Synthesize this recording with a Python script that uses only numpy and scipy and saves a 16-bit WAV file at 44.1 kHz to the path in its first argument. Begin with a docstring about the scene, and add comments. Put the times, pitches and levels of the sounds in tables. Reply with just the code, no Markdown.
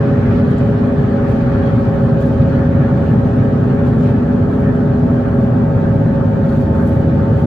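"""Road rumble inside a car cruising a country highway, its speed easing up and down.
Asphalt shakes the body; the tyres drone, hum and whine on multiples of the wheel rate.
The engine booms at its firing rate and twice pulls a little harder.
Tyre roar, air on the glass and vent hiss lie above; close by, cloth rustles and the trim ticks."""
import sys
import numpy as np
from scipy import signal
from scipy.fft import rfft, irfft
from scipy.io import wavfile
from scipy.ndimage import uniform_filter1d, minimum_filter1d

SR = 44100
rng = np.random.default_rng(int(sys.argv[2]) if len(sys.argv) > 2 else 0)


def transcribe(u):
    """Save the signal u as a 16-bit wav file named by the first command-line argument.

    u: samples, shape (n,) or (channels, n), limited to [-1, 1]; the rate is SR.
    q: integer samples, one column per channel.
    """
    v = np.clip(np.atleast_2d(u).T, -1, 1)
    q = np.round(v * 32767).astype(np.int16)
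    wavfile.write(sys.argv[1], SR, q)


N = 328986
TIME_S = np.arange(N) / SR
FREQ_HZ = np.fft.rfftfreq(N, 1 / SR)

# road speed (time [s], wheel rate [Hz])
WHEEL_RATE = [(0, 13.631), (.65, 13.692), (1.05, 13.63), (1.9, 13.41), (2.3, 13.359), (2.8, 13.424),
              (3.8, 13.614), (4.7, 13.709), (5.1, 13.626), (6, 13.413), (6.5, 13.302), (7.46, 13.471)]
# tyre groove and door panel resonances (centre [Hz], width [Hz], lift [dB])
NOISE_RESONANCES = [(278, 6.2, 2), (657, 41, 1.5), (801, 140, 5), (884, 46, 4.5), (1050, 26, 2),
                    (1170, 30, 1.5), (1270, 74, 4.5), (1470, 25, 1.5), (1596, 20, 4), (1890, 150, 1),
                    (2140, 90, 2.5), (2360, 55, 3.5), (2510, 180, 5.5), (3070, 230, 5), (3460, 63, 1.5),
                    (4100, 140, 2.5), (4460, 160, 2.5), (5300, 160, 4), (6140, 300, 4.5), (6900, 350, 3.5),
                    (8050, 250, 4)]
# cabin noise likeness (frequency [Hz], left-right correlation [ratio])
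STEREO_CORRELATION = [(20, .8), (35, .97), (48, .995), (130, .98), (250, .92), (350, .8), (470, .5),
                      (570, .7), (760, .1), (1050, .3), (1350, .5), (1700, .1), (2500, .1), (8000, 0)]
# road rumble (frequency [Hz], relative density [dB])
RUMBLE_SPECTRUM = [(15, -34), (30, -33), (45, -18.5), (75, -17), (105, -.5), (135, -0.5), (180, -5),
                   (260, -4.5), (300, -15), (430, -16), (520, -17.5), (600, -23), (800, -27.5),
                   (980, -36.5), (1800, -74.5)]
# uneven stretches of road (centre [s], length [s], boom change [dB])
ROAD_HEAVES = [(.1, .1, 0), (.34, .15, 2), (.85, .2, -0.5), (1.22, .16, -4.5), (1.8, .25, 1.5),
               (2.55, .4, 2), (3.18, .2, 2), (3.42, .12, 2.5), (3.9, .3, 1.5), (4.85, .9, -.7),
               (5.75, .25, 2.5), (6.2, .35, 1.5), (6.85, .3, -3), (7.2, .3, 0.5)]
# loud tyre tones, tuned to the cabin by speed
# (order [x wheel rate], level [dB], speed slope [dB/%], trend [dB/s], left lead [rad])
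DRONE_TONES = [(12, -26, -2, .2, -.2), (18, -21.7, 1.3, .1, .3), (30, -27.7, 1.1, -.35, -.1),
               (41.28, -44, 1.9, -.4, -.7), (42, -36.7, -3.8, -.2, -.5)]
# weaker wheel and driveline tones (order [x wheel rate], level [dB], left lead [rad])
DRIVELINE_TONES = [(3.04, -40, 0), (4.06, -35, .1), (5.06, -37, 0), (6.06, -33, .1), (7.09, -26.5, 0),
                   (8.1, -28, -.1), (9.13, -30, -.1), (9.7, -30, 0), (10.32, -27, -.1), (11.16, -32, 0),
                   (16.18, -26.5, 0), (20.64, -31.5, -.1), (22.24, -41, -.3), (24, -38.5, -.2),
                   (26.29, -42.5, .2), (28.32, -42.5, .2), (31, -40, -2.2), (33.82, -42, -.1),
                   (36, -35.5, 2.8), (40, -44, -.7), (48, -38.5, 1.4), (49.2, -49, -.6), (50.2, -50, .5),
                   (54, -42, 2.5), (58.42, -48, -2.5), (60, -47, 3), (67, -51, -1.9), (78, -50, 1.6),
                   (83, -51, -.9), (95, -51, .2), (102, -56, 1.5), (108, -53, -.5), (109, -54, -.6),
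                   (114, -55, -3), (118, -48.5, 1.1), (146, -62, .5)]
# throbs of the hum, about 4 per s in the faster stretches (time [s], depth [dB])
HUM_DIPS = [(.26, 6), (.53, 13), (.79, 9), (1.04, 9), (1.42, 4), (3.1, 7), (3.35, 9), (3.63, 14), (3.93, 8),
            (4.22, 8), (4.5, 12), (4.76, 6), (5.0, 7), (5.27, 3), (5.52, 3)]
# tread whines (order [x wheel rate], resonance [Hz], width [Hz], relative peak [dB], trend [dB/s],
# phase slip [rad], left lead [rad])
TREAD_WHINES = [(57.4, 776, 10, -33.8, -.1, 1.0, 2.0), (66.4, 886, 26, -42.5, 2.2, .35, 1.4),
                (84, 1135, 30, -45.5, -.9, .3, -1.2)]
# two pulls to win back speed (time [s], firing rate [Hz])
FIRING_RATE = [(0, 68.3), (.4, 66.5), (1, 65.8), (1.9, 63.3), (2.1, 66), (2.35, 76.5), (2.8, 80),
               (3.1, 75.5), (3.4, 69.5), (3.8, 66.3), (4.6, 66.7), (5.5, 65.3), (6.2, 63.6), (6.4, 67),
               (6.6, 76), (6.8, 80.5), (7.05, 82), (7.46, 74.5)]
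# engine tones (order [x firing rate], relative level [dB], cabin resonance [Hz], width [Hz], lift [dB])
ENGINE_ORDERS = [(1, 1.5, 78, 7, 4.5), (2, -3, 150, 30, 2), (3, -6.5, 200, 9, 12), (4, -8, 268, 18, 8)]
# tyre roar and air (frequency [Hz], relative density [dB])
RUSH_SPECTRUM = [(500, -18.5), (1000, -3.5), (1300, -3), (1750, -2.5), (2050, -12.5), (2250, -15),
                 (2750, -19), (3400, -21.5), (4500, -26), (5000, -30.5), (8100, -45), (8400, -48.5),
                 (14500, -48), (15500, -54.5)]
# changes of asphalt grain (centre [s], length [s], roar change [dB], further sizzle change [dB])
ASPHALT_PATCHES = [(.08, 0.1, 1.5, 1.5), (0.273, 0.13, 2, 3), (.78, .08, 2, 0), (1.245, 0.062, 2, 2),
                   (1.6, 0.28, 2.3, 1), (2.25, .2, -0.5, -1.5), (2.58, 0.082, 4.5, -1),
                   (2.81, 0.16, 2.5, 2.5), (2.97, .06, 1, -1), (3.4, .07, 1, 0.5), (3.57, .06, -0.5, -1),
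                   (3.83, 0.092, 2, 2), (4.08, 0.05, -2, 2), (4.31, 0.044, 1.5, 0), (4.66, 0.071, -0.5, 5),
                   (5.29, 0.065, 4, -1), (5.87, .08, 2.5, 0.5), (6.22, .06, 6, -4), (6.78, .08, 4, -1),
                   (7.28, 0.17, 4, -3.5)]
# soft gusts that settle (time [s], level [dB])
AIR_GUSTS = [(0, -47), (.33, -45.5), (.5, -46), (.95, -48), (1.5, -46), (2, -48.5), (2.4, -46.5),
             (2.8, -48.5), (3.2, -48), (3.85, -49), (4.12, -48.5), (4.3, -50), (5.9, -50.5), (7.46, -49)]
# cloth strokes (centre [s], length [s], light rub level [dB], relative firm rub [ratio])
CLOTH_STROKES = [(0.352, 0.055, -69, 6), (0.512, .055, -61, .1), (0.678, .13, -70, .5),
                 (1.3, .04, -58.5, 0.54), (1.365, 0.061, -64, .2), (1.82, .05, -65, 2),
                 (1.948, .2, -67, .3), (2.225, 0.037, -57.5, 1.5), (2.27, 0.036, -58, .7),
                 (2.332, .025, -60, 0.22), (3.07, 0.09, -67, 3.3), (3.43, 0.038, -64, 1),
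                 (3.875, .05, -61, 2), (3.99, 0.066, -65, 1.8), (4.067, .085, -65.5, 5.1),
                 (4.6, 0.13, -66, 1.5), (5.424, .09, -64.5, .2), (6.52, .11, -61, 0.89),
                 (6.59, 0.092, -59, 1.2), (6.79, 0.12, -62, .2), (6.872, .085, -56, .2),
                 (6.94, .046, -60, .2), (7.01, 0.025, -60, .5), (7.07, .025, -63, 0.46),
                 (7.387, 0.07, -60, .1)]
# light, bright rub (frequency [Hz], relative density [dB])
LIGHT_RUB_SPECTRUM = [(2000, -13.5), (6000, 1), (9000, 0), (12500, 1), (14500, -4.5), (15500, -9)]
# firm, dull rub (frequency [Hz], relative density [dB])
FIRM_RUB_SPECTRUM = [(1000, -8), (3100, 4), (4200, -1.5), (7000, -10.5), (9000, -19.5), (15000, -32.5)]
# trim slips (time [s], level [dB], centre [Hz], decay [s])
TRIM_SLIPS = [(.583, -49, 7300, .009), (.869, -56, 13100, .007), (1.026, -58, 7000, .005),
              (1.289, -50, 9500, .001), (2.222, -56, 6500, .005), (3.333, -57, 6500, .004),
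              (3.364, -56, 11000, .007), (4.755, -58, 8000, .005), (5.113, -58, 7000, .005),
              (5.528, -56, 12000, .003), (6.49, -45.5, 3850, .009)]


def from_db(db):
    """Decibels to gain."""
    return 10 ** (np.asarray(db) / 20)


def unit_rms(x):
    """Scale to rms 1."""
    return x / np.sqrt(np.mean(abs(x) ** 2) + 1e-20)


def over_time(table):
    """Timed table at every sample."""
    return np.interp(TIME_S, *np.transpose(table))


def over_freq(table):
    """Frequency table at every bin, joined on a log axis."""
    hz, value = np.transpose(table)
    return np.interp(np.log(FREQ_HZ + 1), np.log(hz + 1), value)


def bump(centre_s, length_s):
    """Gaussian swell of height 1."""
    return np.exp(-np.minimum(2 * ((TIME_S - centre_s) / length_s) ** 2, 20))


def trend(db_per_s):
    """Ramp in dB, zero at mid-scene."""
    return db_per_s * (TIME_S - TIME_S.mean())


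def drift(rate_hz):
    """Smooth random motion, rms 1, up to about rate_hz."""
    steps_s = TIME_S[::64]
    hz = np.fft.rfftfreq(len(steps_s), steps_s[1])
    spectrum = rfft(rng.standard_normal(len(steps_s))) * np.exp(-(hz / rate_hz) ** 2)
    return np.interp(TIME_S, steps_s, unit_rms(irfft(spectrum, len(steps_s))))


def band(x, centre_hz, half_width_hz, steepness):
    """Band-pass; a low-pass when centred on 0 Hz."""
    return irfft(rfft(x) / (1 + ((FREQ_HZ - centre_hz) / half_width_hz) ** steepness), N)


def resonance(hz, centre_hz, width_hz):
    """Resonance power curve, peak 1."""
    return 1 / (1 + (2 * (hz - centre_hz) / width_hz) ** 2)


def tone(cycles, lead_rad, slip_rad):
    """Stereo sine, rms 1, with random phase slip and a left lead."""
    phase = 2 * np.pi * (cycles + rng.random()) + slip_rad * drift(3.46)
    return np.sqrt(2) * np.cos(np.array([phase + lead_rad / 2, phase - lead_rad / 2]))


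def cabin_noise(spectrum, ripple_db=2.4):
    """Resonant noise, rms 1; long waves reach both sides alike. Fine random ripple colours the treble."""
    lift_db = sum(db * resonance(FREQ_HZ, hz, width_hz) for hz, width_hz, db in NOISE_RESONANCES)
    ripple = unit_rms(uniform_filter1d(rng.standard_normal((2, len(FREQ_HZ))), size=500, axis=1))
    ripple = np.tanh(ripple) * FREQ_HZ / (FREQ_HZ + 1000)
    shape_db = over_freq(spectrum) + lift_db + ripple_db * ripple
    mid, side = rfft(rng.standard_normal((2, N))) * from_db(shape_db)
    correlation = over_freq(STEREO_CORRELATION)
    mid, side = mid * np.sqrt(1 + correlation), side * np.sqrt(1 - correlation)
    return unit_rms(irfft(np.array([mid + side, mid - side]), N))


def road_rumble(overspeed_pct, level_db=-15, boom_hz=190, boom_db_per_pct=-.3):
    """Asphalt shakes the body through the suspension; only the deep boom follows speed and surface."""
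    noise = cabin_noise(RUMBLE_SPECTRUM)
    boom = band(noise, 0, boom_hz, steepness=4)
    surface_db = sum(db * bump(s, length_s) for s, length_s, db in ROAD_HEAVES)
    boom_gain = from_db(boom_db_per_pct * overspeed_pct + surface_db)
    return from_db(level_db) * (boom_gain * boom + noise - boom)


def tyre_drone(turns, overspeed_pct, drone_waver_db=.5, driveline_waver_db=1.35):
    """Uneven tread repeats every turn; close orders beat."""
    out = np.zeros((2, N))
    for order, db, db_per_pct, db_per_s, lead_rad in DRONE_TONES:
        level_db = db + db_per_pct * overspeed_pct + trend(db_per_s) + drone_waver_db * drift(2.5)
        out += from_db(level_db) * tone(order * turns, lead_rad, slip_rad=.08)
    for order, db, lead_rad in DRIVELINE_TONES:
        slip_rad = .17 + .011 * order  # wheels never turn quite alike: high orders smear most
        out += from_db(db + driveline_waver_db * drift(1.3)) * tone(order * turns, lead_rad, slip_rad)
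    return out


def tyre_hum(turns, overspeed_pct, order=41, level_db=-26.3, db_per_pct=-.2, db_per_s=-.4):
    """Clearest tread tone; dips as two tyres fall out of step."""
    dip_db = sum(db * bump(s, length_s=.12) for s, db in HUM_DIPS)
    gain = from_db(level_db + db_per_pct * overspeed_pct + trend(db_per_s) - dip_db)
    return gain * tone(order * turns, lead_rad=-.3, slip_rad=.06)


def tread_whine(wheel_hz, turns, gain_db=-1, flutter_db=2):
    """Tread blocks slap the asphalt; each whine swells as speed carries it through a resonance."""
    out = np.zeros((2, N))
    for order, hz, width_hz, db, db_per_s, slip_rad, lead_rad in TREAD_WHINES:
        in_tune = np.sqrt(resonance(order * wheel_hz, hz, width_hz))
        level_db = gain_db + db + trend(db_per_s) + flutter_db * drift(27)
        out += in_tune * from_db(level_db) * tone(order * turns, lead_rad, slip_rad)
    return out


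def engine(level_db=-32.5, load_db_per_hz=.45, waver_db=1.8):
    """Muffled firing boom, louder under load; each order blooms in a cabin resonance."""
    firing_hz = over_time(FIRING_RATE)
    firings = np.cumsum(firing_hz) / SR
    loaded_db = level_db + load_db_per_hz * (firing_hz - np.median(firing_hz))
    out = np.zeros((2, N))
    for order, db, hz, width_hz, lift_db in ENGINE_ORDERS:
        bloom_db = lift_db * resonance(order * firing_hz, hz, width_hz)
        gain = from_db(loaded_db + db + bloom_db + waver_db * drift(6.1))
        out += gain * tone(order * firings, lead_rad=0, slip_rad=.35)
    return out


def roar_and_air(turns, split_hz=2100, roar_db=-36, roar_db_per_s=-.33, throb_db=1, flutter_db=.7):
    """Below the split, tyre roar throbbing each turn; above, air on glass. Coarse asphalt sizzles."""
    coarse_db = sum(db * bump(s, length_s) for s, length_s, db, _ in ASPHALT_PATCHES)
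    sizzle_db = sum(db * bump(s, length_s) for s, length_s, _, db in ASPHALT_PATCHES)
    noise = cabin_noise(RUSH_SPECTRUM)
    highs = irfft(rfft(noise) / (1 + (split_hz / (FREQ_HZ + 1)) ** 8), N)
    roar_gain = from_db(roar_db + trend(roar_db_per_s) + coarse_db + throb_db * np.sin(2 * np.pi * turns))
    air_gain = from_db(over_time(AIR_GUSTS) + flutter_db * drift(28))
    rush = roar_gain * unit_rms(noise - highs) + air_gain * unit_rms(highs)
    sizzle = band(rush, centre_hz=2200, half_width_hz=650, steepness=4)
    return rush + (from_db(sizzle_db) - 1) * sizzle


def vent_hiss(level_db=-65.5):
    """Faint, even hiss of the air vents."""
    hiss = band(rng.standard_normal((2, N)), centre_hz=6300, half_width_hz=1900, steepness=8)
    return from_db(level_db) * unit_rms(hiss)


def cloth_rustle(stir_db=-76, firm_db=1, grain_db=2.5, snaps_per_s=200, snap_db=15, snap_spread_db=4):
    """Cloth stirs throughout and slides in grainy strokes; fibres snap above the slide."""
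    light_gain, firm_gain = from_db(stir_db + 4 * drift(14)), np.zeros(N)
    for s, length_s, db, firmness in CLOTH_STROKES:
        stroke = from_db(db) * bump(s, length_s)
        light_gain = np.hypot(light_gain, stroke)
        firm_gain += from_db(firm_db) * firmness * stroke
    slide = rng.standard_normal((2, 2, N)) * from_db(grain_db * drift(150))
    snaps = rng.standard_normal((2, 2, N)) * (rng.random(N) < snaps_per_s / SR)
    sizes_db = snap_db + snap_spread_db * np.clip(rng.standard_normal(N), -2, 2)
    light_bins, firm_bins = rfft(slide + from_db(sizes_db) * snaps)
    light = unit_rms(irfft(light_bins * from_db(over_freq(LIGHT_RUB_SPECTRUM)), N))
    firm = unit_rms(irfft(firm_bins * from_db(over_freq(FIRM_RUB_SPECTRUM)), N))
    return light_gain * light + firm_gain * firm


def flare(x, depth_db=1.9, width_hz=170, length_s=.05, above_hz=900):
    """Coarsens noise: narrow bands briefly swell or sink at random."""
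    framing = dict(fs=SR, nperseg=1024, noverlap=768)
    hz, frame_s, bins = signal.stft(x, **framing)
    patches = uniform_filter1d(rng.standard_normal(bins.shape[1:]), round(width_hz / hz[1]), axis=0)
    patches = unit_rms(uniform_filter1d(patches, round(length_s / frame_s[1]), axis=1))
    gain = from_db(depth_db * patches * (hz > above_hz)[:, None])
    return signal.istft(bins * unit_rms(gain), **framing)[1][:, :N]


def trim_ticks():
    """Plastic trim slips; each tick dies fast in the padded cabin."""
    out = np.zeros((2, N))
    for s, db, hz, decay_s in TRIM_SLIPS:
        noise = unit_rms(band(rng.standard_normal((2, N)), hz, half_width_hz=.25 * hz, steepness=2))
        envelope = (TIME_S >= s) * np.exp(-abs(TIME_S - s) / decay_s)
        out += from_db(db) * envelope * noise
    return out


def scene(cruise_hz=13.525):
    """One wheel rate drives everything that rolls."""
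    wheel_hz = over_time(WHEEL_RATE)
    turns = np.cumsum(wheel_hz) / SR
    overspeed_pct = 100 * (wheel_hz / cruise_hz - 1)
    rumble = road_rumble(overspeed_pct)
    tones = tyre_drone(turns, overspeed_pct) + tyre_hum(turns, overspeed_pct)
    tones += tread_whine(wheel_hz, turns) + engine()
    noises = flare(roar_and_air(turns) + vent_hiss() + cloth_rustle())
    return rumble + tones + noises + trim_ticks()


def record(dry):
    """Smooth peak limiter, short end fades, low-pass."""
    ceiling, cutoff_hz = .93, 15700
    gain = np.minimum(1, ceiling / (abs(dry).max(0) + 1e-9))
    gain = minimum_filter1d(gain, size=1200)
    gain = uniform_filter1d(uniform_filter1d(gain, size=600), size=600)
    faded = dry * gain * signal.windows.tukey(N, .002)
    lowpass = signal.firwin(601, cutoff_hz, window=("kaiser", 9), fs=SR)
    return signal.oaconvolve(faded, lowpass[None], "same", axes=1)


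dry = scene()
out = record(dry)
transcribe(out)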